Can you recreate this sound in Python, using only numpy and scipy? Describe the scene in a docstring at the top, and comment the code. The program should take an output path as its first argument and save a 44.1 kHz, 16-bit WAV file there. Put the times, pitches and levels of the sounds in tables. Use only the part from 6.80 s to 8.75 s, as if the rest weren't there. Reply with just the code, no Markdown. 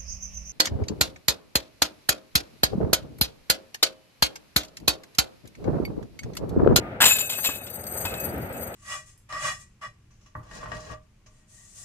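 """The chains of a steel disc golf basket crash as a plastic disc flies in, close by in an open park.
They rattle against the pole and their gathering rings, the disc drops into the wire tray and topples
over, and the swinging links jingle on. Each crash is a quick run of contacts ringing the steel's modes.
Heard on a pair of microphones set like ears, over a low wash of breeze and distant traffic."""
import sys
import numpy as np
from scipy import signal
from scipy.fft import rfft, irfft
from scipy.io import wavfile
from scipy.ndimage import uniform_filter1d

SR = 44100
rng = np.random.default_rng(int(sys.argv[2]) if len(sys.argv) > 2 else 0)


def int16_out(signal):
    """Quantize to a 16-bit WAV file."""
    q = np.round(np.clip(np.atleast_2d(signal).T, -1, 1) * 32767)
    wavfile.write(sys.argv[1], SR, q.astype(np.int16))


N = 85995
T = np.arange(15000) / SR  # time within one strike, s
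SIDES = 4  # groups of chains around the pole


def amp(db):
    return 10 ** (np.asarray(db) / 20)


def unit_rms(x):
    return x / np.sqrt(np.mean(x ** 2) + 1e-20)


def sized(x, db):
    """Scales a sound so that its loudest 10 ms have this level."""
    return x * amp(db) / np.sqrt(uniform_filter1d(x ** 2, size=441, mode="constant").max() + 1e-20)


def curve_at(points, hz):
    f, value = np.transpose(points)
    return np.interp(np.log(hz + 1), np.log(f + 1), value)


def add(mix, start_s, sound):
    part = mix[max(round(start_s * SR), 0):][:len(sound)]
    part += sound[:len(part)]


def colour(x, spectrum, size=4096):
    """Causal filter with the given spectrum."""
    log_gain = np.log(amp(curve_at(spectrum, abs(np.fft.fftfreq(size, 1 / SR)))))
    taps = np.fft.ifft(np.exp(np.conj(signal.hilbert(log_gain)))).real[:size // 2]
    return signal.oaconvolve(x, taps)[:len(x)]


def dying(t60_s):
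    return np.exp(-np.log(1000) * T / t60_s)


def pieces(modes, spread, count):
    """Steel pieces, each slightly detuned; every mode beats with a weaker twin: piece x mode x time."""
    steps = np.linspace(-1, 1, count)
    bank = []
    for hz, db, t60_s in modes:
        main_hz = hz * (1 + spread * rng.permutation(steps + steps ** 3)[:, None])
        twin_hz = hz * (1 + spread * rng.permutation(2 * steps)[:, None])
        beating = np.sin(2 * np.pi * main_hz * T) - .5 * np.sin(2 * np.pi * twin_hz * T)
        bank.append(amp(db) * dying(t60_s) * beating)
    return np.stack(bank, 1)


def struck(bank, scatter_db=3):
    """Each piece is hit at a different spot, which reweights its modes but keeps its energy."""
    weights = amp(scatter_db * rng.standard_normal(bank.shape[:2]))
    rung = np.einsum("pm,pmt->pt", weights, bank)
    strength = np.linalg.norm(bank.sum(1), axis=1, keepdims=True)
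    return rung * strength / np.linalg.norm(rung, axis=1, keepdims=True)


def dense(spectrum, decay, count):
    """Responses of a body with countless modes, hit at different spots."""
    return np.array([colour(rng.standard_normal(len(T)) * decay, spectrum) for _ in range(count)])


def rattle(bank, length_s, count, uneven_db=4, fade_db=-4):
    """A quick run of contacts, each sounding one member of the bank."""
    out = np.zeros(len(T))
    place = (np.arange(count) + rng.uniform(-.5, .5, count)) / count
    place[0] = 0
    sizes = amp(uneven_db * rng.standard_normal(count) + fade_db * place) * rng.choice([-1, 1], count)
    for at, size, k in zip(place, sizes, rng.permutation(len(bank))):
        add(out, at * length_s, size * bank[k])
    return out


# Likeness of the park's air at the two microphones: freq_hz, correlation
AIR_LIKENESS = [(60, 0.82), (180, 0.95), (550, 0.75), (1650, -0.35), (4970, -0.29), (15000, 0.0043)]
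def air(spectrum, levels, waver_db, right_db):
    """Wide outdoor noise that swells and wavers."""
    hz, t = np.fft.rfftfreq(N, 1 / SR), np.arange(N) / SR
    left, unrelated = rfft(rng.standard_normal((2, N)))
    likeness = curve_at(AIR_LIKENESS, hz)
    right = likeness * left + np.sqrt(1 - likeness ** 2) * unrelated
    noise = unit_rms(irfft(np.array([left, right]) * amp(curve_at(spectrum, hz)), N))
    waver = unit_rms(irfft(rfft(rng.standard_normal(N)) * (hz < 25), N))
    return noise * amp(np.interp(t, *np.transpose(levels)) + waver_db * waver) * amp([[0], [right_db]])


# Far roads: freq_hz, gain_db
TRAFFIC_SPECTRUM = [(15, -56), (25, -43), (57, -3.5), (76, -1), (163, -5), (232, -3), (308, -12), (456, -5),
                    (520, 0), (929, -9), (1040, -19.5), (1280, -9), (2200, -16), (2800, -23.5),
                    (4000, -34.5), (8000, -57.5)]
# Their swell: time_s, level_db
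TRAFFIC_SWELL = [(0, -36.5), (.18, -38), (.5, -44), (0.849, -42), (1.05, -40.5), (1.2, -35), (1.45, -34),
                 (1.65, -34.5), (1.95, -36.5)]
def traffic():
    """Distant traffic reaches the park as a low, wavering wash."""
    return air(TRAFFIC_SPECTRUM, TRAFFIC_SWELL, waver_db=1.2, right_db=-2.12)


# Breeze at the microphones: freq_hz, gain_db
BREEZE_SPECTRUM = [(20, -36), (35, -27), (55, -10), (80, 2.5), (140, -2), (220, -4), (400, -4.5),
                   (1000, -48)]
# Its gusts: time_s, level_db
BREEZE_GUSTS = [(0, -35.5), (.2, -44.5), (.5, -51), (.9, -53), (1.1, -45), (1.35, -52), (1.46, -37.5),
                (1.62, -33.5), (1.7, -44.5), (1.79, -45.5), (1.95, -52)]
def breeze():
    """Moving air rumbles in soft gusts."""
    return air(BREEZE_SPECTRUM, BREEZE_GUSTS, waver_db=0, right_db=-.3)


def whine(pitch_hz=1220, level_db=-43.5, end_s=.12):
    """A faint far-off tone before the throw lands."""
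    t = np.arange(N) / SR
    return amp(level_db) * np.sin(2 * np.pi * pitch_hz * t) * np.sin(np.pi * np.minimum(t / end_s, 1))


# Plastic on steel: freq_hz, gain_db
SLAP_SPECTRUM = [(150, -26), (400, -11), (750, -4), (1200, -2.5), (1700, 6), (2300, -6), (3500, -3.5),
                 (7000, -17)]
# The pushed basket: freq_hz, gain_db
THUD_SPECTRUM = [(30, -37), (80, -3), (140, -9.5), (260, -2), (500, -8), (900, -1), (2000, -25)]
# The disc meets chains, pole and tray: start_s, length_s, slap_db, thud_db
DISC_HITS = [(0.204, .008, -17.5, -42), (0.215, .016, -16.5, -35), (0.2356, .01, -30, -23.5),
             (0.259, .012, -34, -27), (0.301, .012, -27.5, -52), (0.582, .0056, -36, -39),
             (.6905, .008, -35.5, -37.5), (1.251, .0055, -30.5, -34)]
def disc():
    """Stiff plastic slaps on steel and pushes the basket with a dull thud."""
    out = np.zeros(N)
    slaps = dense(SLAP_SPECTRUM, dying(.086), count=8)
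    thuds = dense(THUD_SPECTRUM, dying(.06), count=8)
    for start_s, length_s, slap_db, thud_db in DISC_HITS:
        add(out, start_s, sized(rattle(slaps, length_s, count=4), slap_db))
        add(out, start_s, sized(rattle(thuds, length_s, count=2), thud_db))
    return out


# Bare contact of two links: freq_hz, gain_db
CONTACT_SPECTRUM = [(1000, -51), (3200, -4.5), (5000, -4), (7000, -9.5), (10000, -2.5), (12400, 6),
                    (14000, -7), (16000, 2)]
# One chain link: pitch_hz, gain_db, t60_s
LINK_MODES = [(4650, -16.5, 0.066), (6400, -19.5, 0.12), (6970, -27, 0.13), (8080, -20.5, 0.17),
              (8363, -16, 0.14), (8740, -18.5, 0.077), (9090, -18, 0.12), (9750, -20, 0.12),
              (10510, -22, 0.13), (12010, 2, 0.089), (12790, -4, 0.1), (12450, -23, 0.06),
              (13560, -23, 0.048), (13700, -33, 0.045), (15100, -17, 0.047)]
def links(tick_s=.0013):
    """Links tick and chime as they meet: banks of bare contacts, disc-driven hits and loose taps."""
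    shiver = amp(-2) * dying(.085)  # a tap shakes the neighbouring links too
    contacts = dense(CONTACT_SPECTRUM, np.exp(-T / tick_s) + shiver, count=32)
    chimes = pieces(LINK_MODES, spread=.0045, count=32)
    driven = struck(chimes) + amp(-4.5) * contacts
    loose = struck(chimes, scatter_db=5.5) + amp(-12) * contacts
    return contacts, driven, loose


# Rings that gather the chains: pitch_hz, gain_db, t60_s
RING_MODES = [(2579, -1, 0.29), (7230, -1, 0.14), (13900, -18.5, 0.16)]
# Bars of the basket: pitch_hz, gain_db, t60_s
BAR_MODES = [(824, -10, 0.15), (1556, 1, 0.74), (1714, 2, 0.54), (2293, 1, 0.45), (2860, 1, 1),
             (2880, -2, 1), (3150, -9, 0.43), (3700, 6, 0.9)]
# Dense modes of the steelwork: freq_hz, gain_db
STEEL_SPECTRUM = [(200, -25.5), (700, -2.5), (1500, -7), (2300, -0.5), (3000, 4), (4000, 3.5), (5000, -6),
                  (6700, -5), (7600, 2.5), (8800, -2.5), (10500, -9), (13600, -15), (15600, -9.5)]
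# Chain crashes: start_s, length_s, clatter_db, link_db, ring_db, ring_overtone_db
CHAIN_CRASHES = [(.209, 0.011, -18, -19, -45, -23), (.217, .012, -14.5, -18.5, -25, -29),
                 (.2392, 0.0056, -13, -22.5, -47, -20.5), (.2548, 0.0031, -15.5, -28, -25, -14),
                 (.2603, 0.0031, -16.5, -18.5, -23.5, -17.5), (.266, .004, -18, -28, -38, -17.5),
                 (.279, 0.016, -21, -17.5, -30, -35), (.291, .012, -23, -22, -22.5, -20),
                 (.3075, .005, -27, -20.5, -22.5, -19), (.322, 0.018, -26.5, -23.5, -31, -51),
                 (.354, .018, -28.5, -24, -40, -46), (.385, 0.0084, -26.5, -25, -52, -24),
                 (.405, 0.013, -30.5, -26.5, -31.5, -26.5), (.493, .004, -39, -31, -42, -32),
                 (.4973, .005, -26.5, -31, -43, -32.5), (.518, .035, -32, -36, -36, -38),
                 (.631, 0.012, -38, -26, -50, -45), (.6425, 0.0039, -27, -26, -33, -34),
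                 (.6466, .015, -22, -24.5, -29.5, -23.5), (.666, .009, -29, -23.5, -41, -34),
                 (.703, 0.028, -37, -32.5, -33.5, -44), (.742, 0.032, -42.5, -38, -41.5, -44),
                 (.866, 0.01, -39.5, -60, -50.5, -60), (1.252, 0.0048, -34.5, -27.5, -32.5, -42),
                 (1.289, 0.034, -41.5, -46, -36.5, -52), (1.339, .005, -36, -45, -38.5, -44.5),
                 (1.738, 0.018, -53, -49, -50, -55), (1.94, .005, -42.5, -52, -47, -58)]
def crashes(driven, bars_db=-21):
    """Thrown chains rattle steelwork, bars and rings in front, and links on each side in turn."""
    out = np.zeros((SIDES, N))
    front = out[0]
    rings = pieces(RING_MODES, spread=.0065, count=12)
    bars = pieces(BAR_MODES, spread=.00377, count=4)
    steel = dense(STEEL_SPECTRUM, dying(.0052) + .23 * dying(.15), count=20)  # crack and ring-out
    for k, (start_s, length_s, clatter_db, link_db, ring_db, overtone_db) in enumerate(CHAIN_CRASHES):
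        add(front, start_s, sized(rattle(steel, length_s, count=9, uneven_db=1), clatter_db))
        add(front, start_s, sized(rattle(struck(bars), length_s, count=2), clatter_db + bars_db))
        add(front, start_s, sized(rattle(rings[:, 0], length_s, count=5), ring_db))
        add(front, start_s, sized(rattle(struck(rings[:, 1:]), length_s, count=7), overtone_db))
        add(out[k % SIDES], start_s, sized(rattle(driven, length_s, count=7), link_db))
    return out


# Strikes of taut links: start_s, level_db
TAUT_TICKS = [(.239, -27), (.2552, -23), (.2606, -22), (.3865, -36), (.9, -41), (1.0403, -38.5),
              (1.562, -45), (1.726, -46)]
def taut_ticks(contacts):
    """Taut links strike once, hard and dry, and are damped at once."""
    out = np.zeros((SIDES, N))
    for k, (start_s, level_db) in enumerate(TAUT_TICKS):
        add(out[k % SIDES], start_s, sized(contacts[k] * dying(.03), level_db))
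    return out


# The hollow plastic disc: pitch_hz, gain_db, t60_s
DISC_MODES = [(277, -0.5, 0.044), (416, -5, 0.012), (770, -10, 0.018), (1130, -2, 0.024)]
# The basket takes the disc's weight: start_s, bounce_db, knock_db
TRAY_THUMPS = [(.26, -37, -41), (0.69, -48, -31), (1.25, -30, -51)]
def tray(bounce_hz=93, rise_s=.0079):
    """The whole tray gives a low, quickly damped bounce, and the disc a hollow knock."""
    out = np.zeros(N)
    bounce = np.sin(2 * np.pi * bounce_hz * T) * dying(.071) * np.minimum(T / rise_s, 1)
    knock = sum(amp(db) * dying(t60_s) * np.sin(2 * np.pi * hz * T) for hz, db, t60_s in DISC_MODES)
    for start_s, bounce_db, knock_db in TRAY_THUMPS:
        add(out, start_s, sized(bounce, bounce_db) + sized(knock, knock_db))
    return out


# How lively the chains swing: time_s, gain_db
CHAIN_SWING = [(.3, 3.5), (.75, -1.5), (.88, -9), (1.02, -6), (1.15, -1), (1.3, -2.5), (1.45, -9),
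               (1.55, -22), (1.7, -14), (1.82, -7), (1.95, -26)]
def sway(loose, taps_per_s=200, uneven_db=12, side_db=-32):
    """Swaying links slide into each other in a shimmer of small random taps."""
    out = np.zeros((SIDES, N))
    soft_onset = np.minimum(T / .0024, 1)
    for k, (when, softness) in enumerate(rng.random((round(taps_per_s * N / SR), 2))):
        start_s = CHAIN_SWING[0][0] + when * N / SR
        gain_db = np.interp(start_s, *np.transpose(CHAIN_SWING)) - uneven_db * softness
        add(out[k % SIDES], start_s, amp(gain_db) * loose[k % len(loose)] * soft_onset)
    return np.array([sized(side, side_db) for side in out])


# Distinct jingles after the throw lands: start_s, length_s, level_db
LINK_JINGLES = [(.456, .016, -31), (.572, 0.019, -27.5), (.598, .031, -28.5), (.836, .03, -36),
                (.902, 0.0047, -33.5), (.935, .025, -30), (.987, .02, -40), (1.0665, .002, -30.5),
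                (1.112, .035, -31), (1.172, .012, -27.5), (1.205, .015, -28), (1.24, .006, -30.5),
                (1.268, .018, -35.5), (1.309, .03, -38), (1.364, .021, -38), (1.398, .014, -27.5),
                (1.4374, .006, -28.5), (1.447, .006, -27.5), (1.479, .02, -38.5), (1.5275, .016, -41),
                (1.577, .006, -38.5), (1.6135, .018, -38), (1.655, .003, -43.5), (1.7275, .002, -39),
                (1.766, .015, -40), (1.805, .012, -36.5), (1.821, .015, -30), (1.866, .01, -36),
                (1.914, .02, -46.5)]
def jingles(loose):
    """Loose links tap each other in runs of three."""
    out = np.zeros((SIDES, N))
    for k, (start_s, length_s, level_db) in enumerate(LINK_JINGLES):
        taps = rattle(loose, length_s, count=3, uneven_db=2, fade_db=-1)
        add(out[k % SIDES], start_s, sized(taps, level_db))
    return out


def tails(t60_s):
    """A random decaying echo of energy 1 for each microphone."""
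    echo = rng.standard_normal((2, len(T))) * dying(t60_s) * (T > .001)
    return echo / np.linalg.norm(echo, axis=1, keepdims=True)


# Reflections off the bars: freq_hz, gain_db
CAGE_ECHO = [(200, -5.5), (3000, -18), (6500, -3), (9000, -7), (15000, -4)]
# Shading of the right microphone: freq_hz, gain_db
RIGHT_SHADE = [(100, -5), (1500, -2), (4000, -1.5), (7200, -6), (8300, -1.5), (9200, -11), (10200, -11.5),
               (12000, -15.5), (12800, -23), (13800, -6.5), (15500, -4.5)]
def at_microphones(x, right_lag_s=.000095):
    """The left hears the basket first and brighter, the shaded right more of what the bars scatter."""
    hz = np.fft.rfftfreq(2 * N, 1 / SR)
    late = irfft(rfft(x, 2 * N) * np.exp(-2j * np.pi * hz * right_lag_s))[:N]
    cage = np.array([colour(tail, CAGE_ECHO) for tail in tails(.045)]) * amp([[-11.5], [4]])
    park = amp(-19) * tails(.19)
    left, right = np.array([x, late]) + signal.fftconvolve(x[None], cage + park, axes=1)[:, :N]
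    return np.array([left, colour(right, RIGHT_SHADE)])


def scene():
    """Each side of the nearby basket arrives by its own reflections, over the park's background."""
    background = traffic() + breeze() + whine()
    contacts, driven, loose = links()
    front, *others = crashes(driven) + taut_ticks(contacts) + jingles(loose) + sway(loose)
    front = front + disc() + tray()
    return background + sum(at_microphones(side) for side in [front, *others])


def record(dry, cutoff_hz=15800):
    """The band limit of the recorder."""
    lowpass = signal.firwin(511, cutoff_hz, window=("kaiser", 9), fs=SR)
    return signal.oaconvolve(dry, lowpass[None], "same")


dry = scene()
out = record(dry)
int16_out(out)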